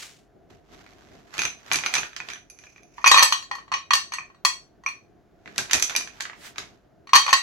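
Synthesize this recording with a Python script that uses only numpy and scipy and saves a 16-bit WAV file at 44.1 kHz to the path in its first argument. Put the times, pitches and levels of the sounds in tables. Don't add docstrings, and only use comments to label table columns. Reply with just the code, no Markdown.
import sys
import numpy as np
from scipy import signal
from scipy.fft import rfft, irfft, next_fast_len
from scipy.io import wavfile
from scipy.ndimage import map_coordinates

SR = 44100
rng = np.random.default_rng(int(sys.argv[2]) if len(sys.argv) > 2 else 0)


def digitize_waveform(pressure):
    field = np.atleast_2d(pressure).T
    bounded = np.clip(field, -1, 1)
    quanta = np.round(bounded * 32767).astype(np.int16)
    wavfile.write(sys.argv[1], SR, quanta)


N = 327222
HIT_TIME = np.arange(SR // 3) / SR

# (frequency [Hz], level [dB])
HUM_SPECTRUM = [(20, -17), (38, -4), (50, 6), (70, -7), (160, -2), (215, -10), (310, -7), (450, -12),
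                (700, -11), (1000, -17), (1500, -17), (2600, -27), (4500, -32), (7000, -34), (8000, -46),
                (12000, -41), (15500, -45)]
# (time [s], level [dB])
RUSTLE_LEVELS = [(0, -40), (.015, -42), (.028, -37), (.05, -44), (.12, -53), (.2, -64), (.28, -80)]
# (frequency [Hz], level [dB])
PLASTIC_SPECTRUM = [(300, -15.5), (1000, -9), (2200, -1.5), (3800, -3.5), (5000, -4), (7000, -4),
                    (9000, -12), (15500, -23.5)]
# (time [s], level [dB])
HAND_BUMPS = [(.515, -46), (.7, -46), (1.115, -46), (1.39, -37.5), (1.45, -37), (1.72, -34), (1.76, -34),
              (1.87, -44), (1.98, -35.5), (2.29, -45), (3.12, -48.5), (5.47, -41.5), (5.585, -32.5),
              (5.748, -31.5), (5.98, -40), (6.59, -41.5), (7.16, -42)]
# (start [s], end [s], level [dB])
FINGER_GRIPS = [(0.74, 1.22, -50.5), (1.35, 2.357, -58.5), (5.515, 6.7, -53.5)]
# (frequency [Hz], level [dB])
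BOX_SPECTRUM = [(29, -22), (50, -7.5), (86, -2.5), (118, -2.5), (194, -3), (403, -1), (520, -11),
                (555, -11), (700, -1), (910, -26.5), (1540, -120)]
# (peak time [s], level [dB], swell [dB/s])
SCRAPE_STROKES = [(.505, -52.5, 1500), (.745, -50.5, 300), (1.385, -33.5, 284), (1.45, -42.5, 200),
                  (1.75, -35.5, 173), (1.858, -35.5, 300), (1.969, -28, 301.5), (2.3, -47.5, 88),
                  (5.47, -54.5, 900), (5.6, -36, 396), (5.75, -29, 280), (5.905, -33.5, 403),
                  (5.969, -43.5, 401), (6.209, -46.5, 203.5), (6.599, -45, 280)]
# (frequency [Hz], level [dB])
GRIT_SPECTRUM = [(300, -9.5), (800, 0), (1600, 1), (2400, -3), (3500, -5.5), (5000, -8.5), (6200, -8),
                 (8000, -17.5), (9500, -31), (11200, -18.5), (15500, -33.5)]
# (time [s], force [dB], hardness [steps], stick ring [dB])
STICK_BLOWS = [ (0.863, -52, -6, -10), (1.3398, -39, -0.5, -30), (1.3799, -30, 0, 0.5),
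               (1.391, -20.5, -1.5, 9.5), (1.4177, -22.5, -0.5, 6.5), (1.4342, -28, -1, 5.5),
               (1.4519, -21, -1, 8), (1.715, -19, -6, 3.5), (1.7226, -26.5, 2.5, 6.5),
               (1.7324, -27.5, 6, 4), (1.7432, -24, -3.5, 6.5), (1.757, -22, 2, 0.5),
               (1.7867, -28.5, -3.5, 7.5), (1.8364, -28.5, -6, 6), (1.861, -20, -2.5, 8),
               (1.9388, -20, 1.5, 4.5), (1.9523, -19.5, -0.5, 3), (1.9678, -26, -6, 13),
               (1.981, -23, -0.5, 21), (2.0315, -31, -8, -18), (2.1308, -45, -4.5, 5.5),
               (2.1638, -31.5, -0.5, 2), (2.202, -32, -8, 7.5), (2.2865, -34, -2, -6),
               (2.301, -35, -2.5, 2), (2.317, -41, -12, 22), (2.3336, -34.5, -1, 13.5),
               (2.3573, -41, -4, 11), (2.4994, -47.5, 5, 13.5), (2.5876, -48, 1, 13),
               (2.6376, -47.5, -2.5, 11), (2.6685, -48.5, -7, 31), (2.7609, -49.5, -6, 12.5),
               (2.7799, -52, -7, 12.5), (2.8319, -55.5, 2, 14), (5.458, -45, -7, -6),
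               (5.476, -43.5, -5.5, -15.5), (5.56, -42.5, -0.5, -7), (5.5798, -22, 3.5, 2),
               (5.5875, -30, -9, -20), (5.6967, -38, -6, 4), (5.7107, -23.5, 0, 4.5), (5.7324, -16.5, 4, 1),
               (5.741, -19.5, -3.5, 7), (5.7974, -31, 3.5, 5.5), (5.8238, -19.5, 4, 4.5),
               (5.896, -29, 0, 4.5), (5.951, -24, -3, 12), (5.9625, -20.5, 4, 2.5),
               (6.0092, -31.5, -2.5, 13.5), (6.0741, -38, -3, 8), (6.2008, -40, -6, -8),
               (6.206, -27, .5, -4), (6.2211, -38.5, 3.5, -6), (6.2533, -34.5, -6, -14),
               (6.2971, -41, -9, -14), (6.3321, -47, -9, -12), (6.5585, -44.5, -4.5, -3),
               (6.5816, -27.5, -0.5, -5), (6.631, -53.5, -17, -11)]
# (frequency [Hz], level [dB], t60 [s])
STICK_MODES = [(2439, -1, 0.029), (6137, 4, 0.044), (10980, -1.5, 0.014)]
# (frequency [Hz], level [dB], t60 [s])
TOCK_MODES = [(1900, -8, .02)]
# (frequency [Hz], level [dB])
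CRACK_SPECTRUM = [(60, -28), (120, -26), (250, -28.5), (600, -22), (1000, -4), (1600, 0), (2500, -0.5),
                  (4500, 4), (7000, 0.5), (9000, -14.5), (12000, -13.5), (15500, -30.5)]
REGISTER_EDGES_HZ = [500, 1500, 3500, 7500, 15000]
# (level against force [dB], gain with hardness [dB/step], gain with stick ring [dB/dB])
STICK_REGISTERS = [(-10, -1.04, -0.11), (-1, -0.5, -0.034), (-3, 1.16, 0.085), (-15.5, 2.5, -0.028)]
# (frequency [Hz], t60 [s])
ROOM_DECAY = [(200, 0.23), (1000, 0.22), (2500, 0.25), (6000, 0.27), (11000, 0.24), (16000, 0.038)]
# (time [s], level [dB])
ROLL_LEVELS = [(2.3, -41), (2.44, -82), (2.52, -76), (2.62, -57), (2.7, -57), (2.8, -68), (2.9, -70),
               (2.97, -56.5), (3.04, -56)]
# (time [s], force [dB], hardness [steps], stick ring [dB])
PLATE_BLOWS = [ (2.9803, -45.5, -7, -4), (3.014, -46, -1.5, 20), (3.042, -19, -4.5, 1.5),
               (3.06, -13, -1.5, 6), (3.0671, -10.5, -1, 15.5), (3.0743, -13.5, 3, 3.5),
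               (3.1136, -10, 1, -7.5), (3.1424, -14, -0.5, -5), (3.1629, -20.5, -2, -8),
               (3.1742, -13.5, 0.5, 2), (3.1816, -12.5, -.5, 8), (3.1927, -16, 3, 14),
               (3.2047, -22.5, -4, -3), (3.2191, -27, -2, -11), (3.2252, -12, 2, -9), (3.2303, -22, 9.5, 2),
               (3.323, -16.5, 1, 1), (3.4239, -41, 1, -4), (3.512, -29.5, -3.5, -2),
               (3.5513, -37.5, 0.5, -2.5), (3.5842, -45, -5.5, -4), (3.679, -54.5, -4, -7),
               (3.717, -31.5, -3, -5), (3.7225, -30.5, -3, -6), (3.7382, -22, -2, 5.5),
               (3.9061, -17, -3.5, 5.5), (3.9334, -14, 2, -3), (3.952, -23, 3.5, 3),
               (4.1204, -33, -0.5, 3.5), (4.1358, -29, 2.5, 0.5), (4.1841, -29.5, -6.5, 19.5),
               (4.3, -59.5, -7.5, 0), (4.345, -60.5, -2, -9), (4.449, -15.5, 3, -9.5),
               (4.4619, -29, 2.5, -5.5), (4.836, -51.5, -1.5, -7.5), (4.8619, -22.5, -3, 16.5),
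               (4.8779, -30.5, -8, 30.5), (4.886, -37, 2.5, 11), (7.0712, -45.5, -1, 5.5),
               (7.0917, -43.5, -1, -0.5), (7.1324, -12.5, -1.5, -6.5), (7.145, -15.5, -1.5, 4),
               (7.153, -12.5, 2, -12), (7.1607, -11, 2, 0.5), (7.2636, -24.5, -0.5, 5),
               (7.2788, -26, -3.5, -3), (7.29, -26, -0.5, -3), (7.306, -27, 1, 12), (7.3282, -10.5, 0.5, 0),
               (7.3368, -18, 2, 4)]
# (frequency [Hz], level [dB], t60 before damping [s])
CHINA_MODES = [(553, -22.5, 0.061), (817, -19, 0.17), (943, -11, 0.022), (1098.7, 7.5, 0.041),
               (1178, -2.5, 0.034), (1800, -6, .1), (1910, -1, 0.094), (2250, -13.5, 0.13),
               (2380, -22.5, .09), (2493, -9, .13), (2743, -13.5, .13), (3000, -9.5, 0.088),
               (3195, -15, 0.33), (3290, -11, 0.14), (3880, -15.5, 0.48), (4357, 3.5, 0.071),
               (4470, -10.5, 0.33), (4750, -10, 0.1), (5720, -11.5, 0.28), (6060, -12.5, 0.22),
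               (6268, -15.5, 0.14), (7120, -11.5, .13), (7880, -9, 0.12), (8300, -19.5, .14),
               (8330, -21.5, .15), (9590, -26.5, 0.084), (10140, -25.5, 0.062), (10850, -7, 0.054),
               (11400, -18.5, 0.13), (12790, -18, 0.057)]
# (frequency [Hz], level [dB])
GLAZE_SPECTRUM = [(100, -20.5), (450, -27), (700, -29), (1000, 11), (1500, -0.5), (2500, 2), (4500, -2),
                  (6500, -0.5), (8500, -8.5), (12000, -10.5), (15500, -21.5)]
# (level against force [dB], gain with hardness [dB/step], gain with stick ring [dB/dB])
PLATE_REGISTERS = [(0, -1.48, -0.59), (-1.5, -0.4, 0.1323), (-2, 1.03, -0.11), (-20, 2.5, -0.17)]
# (time [s], level [dB])
SLIDE_LEVELS = [(6.36, -62.5), (6.42, -49.5), (6.465, -40.5), (6.5, -48.5), (6.54, -64.5)]
# (frequency [Hz], level [dB])
SLIDE_SPECTRUM = [(300, -12.5), (1200, -4), (1800, 0), (3000, -5), (4500, -6), (7300, -9), (9000, -13),
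                  (15500, -22)]


def amp(db):
    return 10 ** (np.asarray(db) / 20)


def stereo(left_db, right_db):
    return amp([[left_db], [right_db]])


def unit(x):
    return x / np.sqrt(np.mean(x ** 2) + 1e-20)


def along(points, hz):
    freqs, values = np.transpose(points)
    return np.interp(np.log(hz + 1), np.log(freqs), values)


def fade(t, t60):
    return np.exp(-np.log(1000) * t / t60)


def filtered(x, gain):
    n = x.shape[-1]
    padded = next_fast_len(n + 2048)
    hz = np.fft.rfftfreq(padded, 1 / SR)
    return irfft(rfft(x, padded) * gain(hz), padded)[..., :n]


def noise(spectrum, alike, size=N):
    shared, left, right = rng.standard_normal((3, size))
    pair = np.sqrt(alike) * shared + np.sqrt(1 - alike) * np.array([left, right])
    return unit(filtered(pair, lambda hz: amp(along(spectrum, hz))))


def envelope(rows):
    times, db = np.transpose(rows)
    return amp(np.interp(np.arange(N) / SR, times, db, left=-120, right=-120))


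def wobble(rate):
    knots = rng.standard_normal(int(N * rate / SR) + 4)
    return map_coordinates(knots, [np.arange(N) * rate / SR])


def gesture(start, end, db, rise_db_per_s, fall_db_per_s):
    t = np.arange(N) / SR
    below_db = np.maximum(start - t, 0) * rise_db_per_s + np.maximum(t - end, 0) * fall_db_per_s
    return np.where(below_db < 80, amp(db - below_db), 0)


def together(gains):
    return np.sqrt(sum(gain ** 2 for gain in gains))


def add(track, time, sound):
    start = round(time * SR)
    part = sound[:, :N - start]
    track[:, start:start + part.shape[1]] += part


def room_tone():
    return amp(-63) * noise(HUM_SPECTRUM, alike=.65)


def plastic_rustle():
    crinkle = unit(amp(2.2 * wobble(700)))
    return envelope(RUSTLE_LEVELS) * crinkle * noise(PLASTIC_SPECTRUM, alike=.45)


def box_handling():
    bumps = [gesture(time, time, db, rise_db_per_s=903, fall_db_per_s=158) for time, db in HAND_BUMPS]
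    arms = amp(-55)
    push = together(bumps + [finger_pressure(), arms])
    lumps = unit(amp(2 * wobble(30)))
    return amp(-5.5) * push * lumps * noise(BOX_SPECTRUM, alike=.44)


def finger_pressure():
    return together(gesture(start, end, db, rise_db_per_s=130, fall_db_per_s=130)
                    for start, end, db in FINGER_GRIPS)


def chalk_scraping():
    strokes = [gesture(time, time, db, swell, fall_db_per_s=184) for time, db, swell in SCRAPE_STROKES]
    drag = together(strokes + [amp(-6) * finger_pressure()])
    grains = unit(amp(3 * wobble(500) + 1.5 * wobble(35)))
    return drag * grains * noise(GRIT_SPECTRUM, alike=.098) * stereo(-2.5, .5)


def stick_clinks():
    track = np.zeros((2, N))
    for time, force_db, hardness, ring_db in STICK_BLOWS:
        bars = sum(ring(STICK_MODES, detune=.01754, scatter_db=-1, spread_rad=.51) for _ in range(3))
        tock = ring(TOCK_MODES, detune=.11, scatter_db=-.5, spread_rad=.4)
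        tock *= amp(-hardness)
        snap = amp(12.5) * crack(CRACK_SPECTRUM, t60=.015, alike=.18)
        hit = (amp(ring_db - 7) * bars + tock + snap) * contact(rise_ms=.54)
        hit = voiced(hit, STICK_REGISTERS, force_db, hardness, ring_db)
        add(track, time, in_room(hit, wet_db=-3.5, build_s=.0022))
    return track * stereo(-1.6, 1)


def ring(modes, detune, scatter_db, spread_rad, lead_ms=0):
    hz, db, t60 = np.transpose(modes)[:, :, None]
    strength, turn = rng.standard_normal((2, len(modes), 1))
    sign = rng.choice([-1, 1], (len(modes), 1))
    pitch = hz * (1 + detune * rng.standard_normal())
    swing = sign * amp(db + scatter_db * strength) * fade(HIT_TIME, t60)
    phase = 2 * np.pi * pitch * HIT_TIME
    offset = np.pi * pitch * lead_ms / 1000 + spread_rad * turn
    return np.array([(swing * np.sin(phase + side * offset)).sum(0) for side in (1, -1)])


def crack(spectrum, t60, alike):
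    return noise(spectrum, alike, size=len(HIT_TIME)) * fade(HIT_TIME, t60)


def contact(rise_ms):
    return 1 - np.exp(-(1000 * HIT_TIME / rise_ms) ** 2)


def voiced(hit, registers, force_db, hardness, ring_db):
    balance_db, db_per_step, db_per_ring = np.transpose(registers)
    target_db = force_db + balance_db + hardness * db_per_step + ring_db * db_per_ring
    attack, bin_hz = round(.006 * SR), 10
    fft_size = SR // bin_hz
    spectrum = rfft(hit[:, :attack], fft_size)
    power = 2 * np.mean(np.abs(spectrum) ** 2, axis=0) / (attack * fft_size)
    edges = np.array(REGISTER_EDGES_HZ)
    attack_db = 10 * np.log10(np.add.reduceat(power, edges // bin_hz)[:-1])
    centres_hz = np.sqrt(edges[:-1] * edges[1:])
    tone_curve = np.transpose([centres_hz, target_db - attack_db])
    return filtered(hit, lambda hz: amp(along(tone_curve, hz)))


def in_room(hit, wet_db, build_s):
    hz, t, frames = signal.stft(rng.standard_normal(hit.shape), SR, nperseg=256)
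    frames = frames * fade(t, along(ROOM_DECAY, hz)[:, None])
    tail = signal.istft(frames, SR, nperseg=256)[1][:, :len(HIT_TIME)]
    tail *= 1 - np.exp(-(HIT_TIME / build_s) ** 2)
    tail /= np.linalg.norm(tail[0])
    wet = signal.fftconvolve(hit, tail, axes=1)[:, :len(HIT_TIME)]
    return hit + amp(wet_db) * wet


def handful_rolling():
    def resonance(hz):
        return sum(amp(db) / (1 + ((hz - pitch) / (.15 * pitch)) ** 2) for pitch, db, _ in STICK_MODES)

    rub = unit(filtered(noise(GRIT_SPECTRUM, alike=.15), resonance))
    flicker = unit(amp(3 * wobble(120)))
    return envelope(ROLL_LEVELS) * rub * flicker * stereo(-1, 1)


def plate_blows():
    track = np.zeros((2, N))
    for time, force_db, hardness, ring_db in PLATE_BLOWS:
        china = ring(CHINA_MODES, detune=.004, scatter_db=5.5, spread_rad=.57, lead_ms=.17)
        china *= fade(HIT_TIME, t60=.6)
        bars = sum(ring(STICK_MODES, detune=.026, scatter_db=6, spread_rad=.13) for _ in range(2))
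        snap = amp(6.5) * crack(GLAZE_SPECTRUM, t60=.041, alike=.36)
        hit = (china + amp(ring_db - 3.5) * bars + snap) * contact(rise_ms=.93)
        hit = voiced(hit, PLATE_REGISTERS, force_db, hardness, ring_db)
        add(track, time, in_room(hit, wet_db=-5, build_s=.0029))
    return track * stereo(-.3, -.5)


def handful_sliding():
    return envelope(SLIDE_LEVELS) * noise(SLIDE_SPECTRUM, alike=.19) * stereo(-1, 1)


def scene():
    friction = plastic_rustle() + chalk_scraping() + handful_rolling() + handful_sliding()
    return plate_blows() + stick_clinks() + friction + box_handling() + room_tone()


def record(dry):
    top_hz = 15800
    clipped = dry / (1 + np.abs(dry) ** 6) ** (1 / 6)
    return filtered(clipped, lambda hz: hz < top_hz)


dry = scene()
out = record(dry)
digitize_waveform(out)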